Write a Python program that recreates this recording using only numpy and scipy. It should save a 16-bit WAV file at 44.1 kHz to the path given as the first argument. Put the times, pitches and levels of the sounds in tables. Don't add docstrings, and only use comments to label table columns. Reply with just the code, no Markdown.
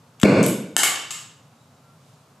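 import sys
import numpy as np
from scipy import signal
from scipy.fft import rfft, irfft
from scipy.io import wavfile

SR = 44100
rng = np.random.default_rng(int(sys.argv[2]) if len(sys.argv) > 2 else 0)


def waveform_to_disk(signal):
    frames = np.transpose(np.atleast_2d(signal))
    scaled = np.clip(frames, -1, 1) * 32767
    samples = np.round(scaled).astype(np.int16)
    wavfile.write(sys.argv[1], SR, samples)


N = 105840
T = np.arange(N) / SR


def amp(db):
    return 10 ** (np.asarray(db) / 20)


def rms_one(x):
    return x / np.sqrt(np.mean(x ** 2) + 1e-20)


def at_hz(points, hz):
    points = np.array(points)
    return np.interp(np.log(hz), np.log(points[:, 0]), points[:, 1])


def bin_hz(size):
    return np.maximum(np.arange(size // 2 + 1) * SR / size, 1)


def shape(x, spectrum):
    size = x.shape[-1]
    cepstrum = irfft(np.log(amp(at_hz(spectrum, bin_hz(size)))), size)
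    cepstrum[1:size // 2] *= 2
    cepstrum[size // 2 + 1:] = 0
    return irfft(rfft(x) * np.exp(rfft(cepstrum)), size)


def bandpass(x, low_hz, high_hz):
    return signal.sosfilt(signal.butter(2, [low_hz, high_hz], "band", fs=SR, output="sos"), x)


def stereo_noise(size, likeness):
    mid, side = rfft(rng.standard_normal((2, size)))
    alike = np.clip(at_hz(likeness, bin_hz(size)), 0, 1)
    common = np.sqrt(1 + alike) * mid
    opposed = np.sqrt(1 - alike) * side * [[1], [-1]]
    return irfft((common + opposed) / np.sqrt(2), size)


def ring(clicks, hz, t60_s):
    r = amp(-60 / (t60_s * SR))
    w = 2 * np.pi * hz / SR
    return signal.lfilter([0, np.sin(w)], [1, -2 * r * np.cos(w), r * r], clicks + 1e-18)


POP_S, POP_DB, POP_HZ, POP_SWELL_S = .2344, 3.5, 219, 0.0033
SNAP_S, SNAP_DB, SNAP_LENGTH_S = .2364, -8.5, 0.00019


def pop():
    t = np.maximum(T - POP_S, 0)
    swell = t / POP_SWELL_S * np.exp(1 - t / POP_SWELL_S)
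    swing = amp(POP_DB) * np.sin(2 * np.pi * POP_HZ * t) * swell
    noise = signal.lfilter([1], [1, -.5], rng.standard_normal(N))
    snap = amp(SNAP_DB) * noise * np.exp(-((T - SNAP_S) / SNAP_LENGTH_S) ** 2)
    return swing + snap


# f/Hz, relative level/dB per Hz
BURN_SPECTRUM = [(30, -63), (60, -59.5), (100, -12), (190, 0), (300, -4), (400, -8), (520, -5.5),
                 (640, -10.5), (760, -23.5), (1100, -18.5), (1280, -24.5), (1470, -16.5), (1620, -27),
                 (1850, -29.5), (2300, -17), (2750, -27), (3500, -46), (4350, -28), (5200, -40.5),
                 (7500, -40), (15000, -56)]


def burn_burst():
    click = 1. * (np.arange(N) == int(POP_S * SR))
    burst = shape(click, BURN_SPECTRUM)
    return burst / np.sqrt(np.sum(burst ** 2))


# t/s, rattle decay/s, relative level/dB in 0.8-2, 2-5.5, 5.5-9.5, 9.5-16 kHz
CONTACTS = [(.1987, .003, -60, -31, -49, -37.5), (.2143, 0.0063, -43.5, -30, -33, -35),
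            (0.2309, 0.0049, -13.5, -15.5, -30.5, -34), (.4283, 0.0035, -53, -34, -17.5, -25.5),
            (0.4378, 0.0081, -54, -23.5, -26, -42), (.4636, 0.00035, -46, -12, -30, -4.5),
            (0.473, 0.00049, -46, -43, -48, -39), (.7655, 0.0018, -9.5, -10, -6, -19),
            (0.7716, 0.00092, -25, -32, -15, -28), (0.7796, 0.0013, -29, -30.5, -10, -9.5),
            (0.8335, 0.0062, -17.5, -12.5, -28, -16.5), (0.8774, 0.0011, -19.5, -40, -26, -40),
            (0.956, 0.0057, -31, -19, -57, -48), (1.1062, .012, -38, -24, -29, -33.5),
            (1.1901, 0.0029, -43, -49, -32.5, -45)]
SKID_BANDS_DB = (-34, -16.5, -20.5, -15)
SKID_S, SKID_LENGTH_S, SKID_FADE_S, SKID_HITS_PER_S = .833, 0.038, .03, 2900
TICK_LAG_S = .0008
SHARP_S = .0015
RATTLE_DB = -5.5


def contact_bands():
    grains = rng.standard_normal(N) * np.exp(.5 * rng.standard_normal(N)) * (rng.random(N) < .3)
    bands = np.zeros((4, N))
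    for start_s, decay_s, *bands_db in CONTACTS:
        decay = (T > start_s) * np.exp(-np.maximum(T - start_s, 0) / decay_s)
        contact = amp(RATTLE_DB) * grains * decay
        contact[int((start_s + TICK_LAG_S) * SR)] = min(1, np.sqrt(SHARP_S / decay_s))
        bands += amp(bands_db)[:, None] * contact
    chatter = rng.standard_normal(N) * (rng.random(N) < SKID_HITS_PER_S / SR)
    sliding = (T > SKID_S) * np.clip((SKID_S + SKID_LENGTH_S - T) / SKID_FADE_S, 0, 1)
    return bands + amp(SKID_BANDS_DB)[:, None] * chatter * sliding


BAND_EDGES_HZ = (200, 800, 2000, 5500, 9500, 16000)
# f/Hz, level above the bare crack/dB, t60/s
STEEL_MODES = [(1220, 8.5, 0.004), (1758, 11.5, 0.043), (2167, 10, 0.022), (3050, 14.5, 0.01),
               (3723, 8.5, .012), (4680, 4.5, .01), (6490, 3.5, 0.012), (6770, 10.5, 0.0062),
               (7670, 15, 0.0035), (7800, 10.5, 0.0016), (8900, 12, 0.011), (11210, 12, 0.003),
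               (11500, 4, 0.014), (12800, 5.5, .003), (14200, -4, .006)]
THUD_DB = -4


def striker():
    bands = contact_bands()
    bands = [bands[0] * amp(THUD_DB), *bands]
    drive = np.zeros(N)
    for k, (band, low_hz, high_hz) in enumerate(zip(bands, BAND_EDGES_HZ, BAND_EDGES_HZ[1:])):
        sign = (-1) ** k
        width_gain = np.sqrt(SR / (high_hz - low_hz)) / np.e
        drive += sign * width_gain * bandpass(band + 1e-18, low_hz, high_hz)
    grid_hz = np.geomspace(100, 20000, 2000)
    power = np.ones(len(grid_hz))
    for hz, db, t60_s in STEEL_MODES:
        power += amp(2 * db) / (1 + ((grid_hz - hz) * t60_s / 1.1) ** 2)
    return shape(drive, np.c_[grid_hz, 10 * np.log10(power)])


# f/Hz, t60/s
ROOM_T60 = [(60, 0.42), (150, 0.7), (400, 0.66), (1000, 0.61), (3000, 0.62), (8000, 0.46), (15000, 0.27)]
# f/Hz, likeness (0-1)
ROOM_LIKENESS = [(60, 0.99), (180, 1), (550, 0.99), (1650, 0.74), (4970, 0.85), (15000, 0.77)]
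ROOM_GAP_S, ROOM_BUILD_S = 0.0019, 0.011


def workshop():
    t = T[:SR]
    edges_hz = 46 * 2 ** np.arange(0, 9, .5)
    white = [stereo_noise(SR, ROOM_LIKENESS) for _ in range(2)]
    response = np.zeros((2, SR))
    for k, (low_hz, high_hz) in enumerate(zip(edges_hz, edges_hz[1:])):
        t60_s = at_hz(ROOM_T60, np.sqrt(low_hz * high_hz))
        response += bandpass(white[k % 2], low_hz, high_hz) * amp(-60 * t / t60_s)
    response *= 1 - np.exp(-np.maximum(t - ROOM_GAP_S, 0) / ROOM_BUILD_S)
    return response / np.sqrt(np.sum(response ** 2) / 2)


# t/s, level/dB
HISS_LEVEL = [(0, -111), (1.4, -94), (1.95, -76), (2.08, -63.5), (2.25, -72), (2.4, -89)]
# f/Hz, relative level/dB per Hz
JET_SPECTRUM = [(1000, -30.5), (2500, 5), (5000, 5), (9000, 1), (14000, -11)]
# f/Hz, likeness (0-1)
BACKGROUND_LIKENESS = [(60, 1.0), (180, 1.0), (550, 0.99), (1650, 0.65), (4970, 0.58), (15000, 0.752)]


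def hiss():
    jet = rms_one(shape(stereo_noise(N, BACKGROUND_LIKENESS), JET_SPECTRUM))
    return jet * amp(np.interp(T, *np.transpose(HISS_LEVEL)))


# t/s, length/s, f/Hz, width/Hz, level/dB
WHISTLES = [(1.45, .47, 3850, 40, -75), (1.45, .46, 7250, 40, -77), (2.05, .21, 7250, 40, -79)]
TONE_S, TONE_LENGTH_S, TONE_HZ, TONE_DB = 1.81, .16, 1362, -59


def swell(start_s, length_s):
    return np.sin(np.pi * np.clip((T - start_s) / length_s, 0, 1)) ** .5


def whistles():
    out = amp(TONE_DB) * np.sin(2 * np.pi * TONE_HZ * T) * swell(TONE_S, TONE_LENGTH_S)
    for start_s, length_s, hz, width_hz, db in WHISTLES:
        t60_s = 2.2 / width_hz
        narrow = rms_one(ring(ring(rng.standard_normal(N), hz, t60_s), hz, t60_s))
        out += amp(db) * narrow * swell(start_s, length_s)
    return out


# f/Hz, relative level/dB per Hz
HUM_SPECTRUM = [(18, -79), (30, -56), (106, -2.5), (149, 1.5), (204, -10.5), (239, -6), (328, -19),
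                (473, -14), (1160, -16.5), (1350, -18), (1810, -26), (7270, -30), (16000, -41.5)]
HUM_DB = -53.5


def hum():
    return amp(HUM_DB) * rms_one(shape(stereo_noise(N, BACKGROUND_LIKENESS), HUM_SPECTRUM))


POP_ROOM_DB, STRIKER_ROOM_DB = 31, 0.5
LEFT_DB, ROOM_LEFT_DB = 2.23, -0.02


def scene():
    steel = striker()
    direct = pop() + steel
    to_walls = amp(POP_ROOM_DB) * burn_burst() + amp(STRIKER_ROOM_DB) * steel
    room = signal.fftconvolve(to_walls[None], workshop(), axes=1)[:, :N]
    direct = direct * amp([[LEFT_DB], [-LEFT_DB]])
    room = room * amp([[ROOM_LEFT_DB], [-ROOM_LEFT_DB]])
    return direct + room + hiss() + whistles() + hum()


LIMIT_DB, RELEASE_DB_PER_S, ATTACK_S = -7, 140, .002
SENSE_S = .002
LOW_CUT_HZ, TOP_CUT_HZ = 76, 16100


def smooth(x, time_s):
    q = np.exp(-1 / (time_s * SR))
    return signal.lfilter([1 - q], [1, -q], x)


def record(dry):
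    sensed = np.sqrt(2 * smooth((dry ** 2).max(axis=0), SENSE_S))
    over_db = np.maximum(20 * np.log10(sensed + 1e-9) - LIMIT_DB, 0)
    fall_db = RELEASE_DB_PER_S * T
    held_db = np.maximum(np.maximum.accumulate(over_db + fall_db) - fall_db, 0)
    limited = dry * amp(-smooth(held_db, ATTACK_S))
    low_cut = signal.sosfilt(signal.butter(4, LOW_CUT_HZ, "high", fs=SR, output="sos"), limited)
    clipped = np.clip(low_cut, -1, 1)
    return signal.sosfilt(signal.cheby2(16, 90, TOP_CUT_HZ, fs=SR, output="sos"), clipped)


dry = scene()
out = record(dry)
waveform_to_disk(out)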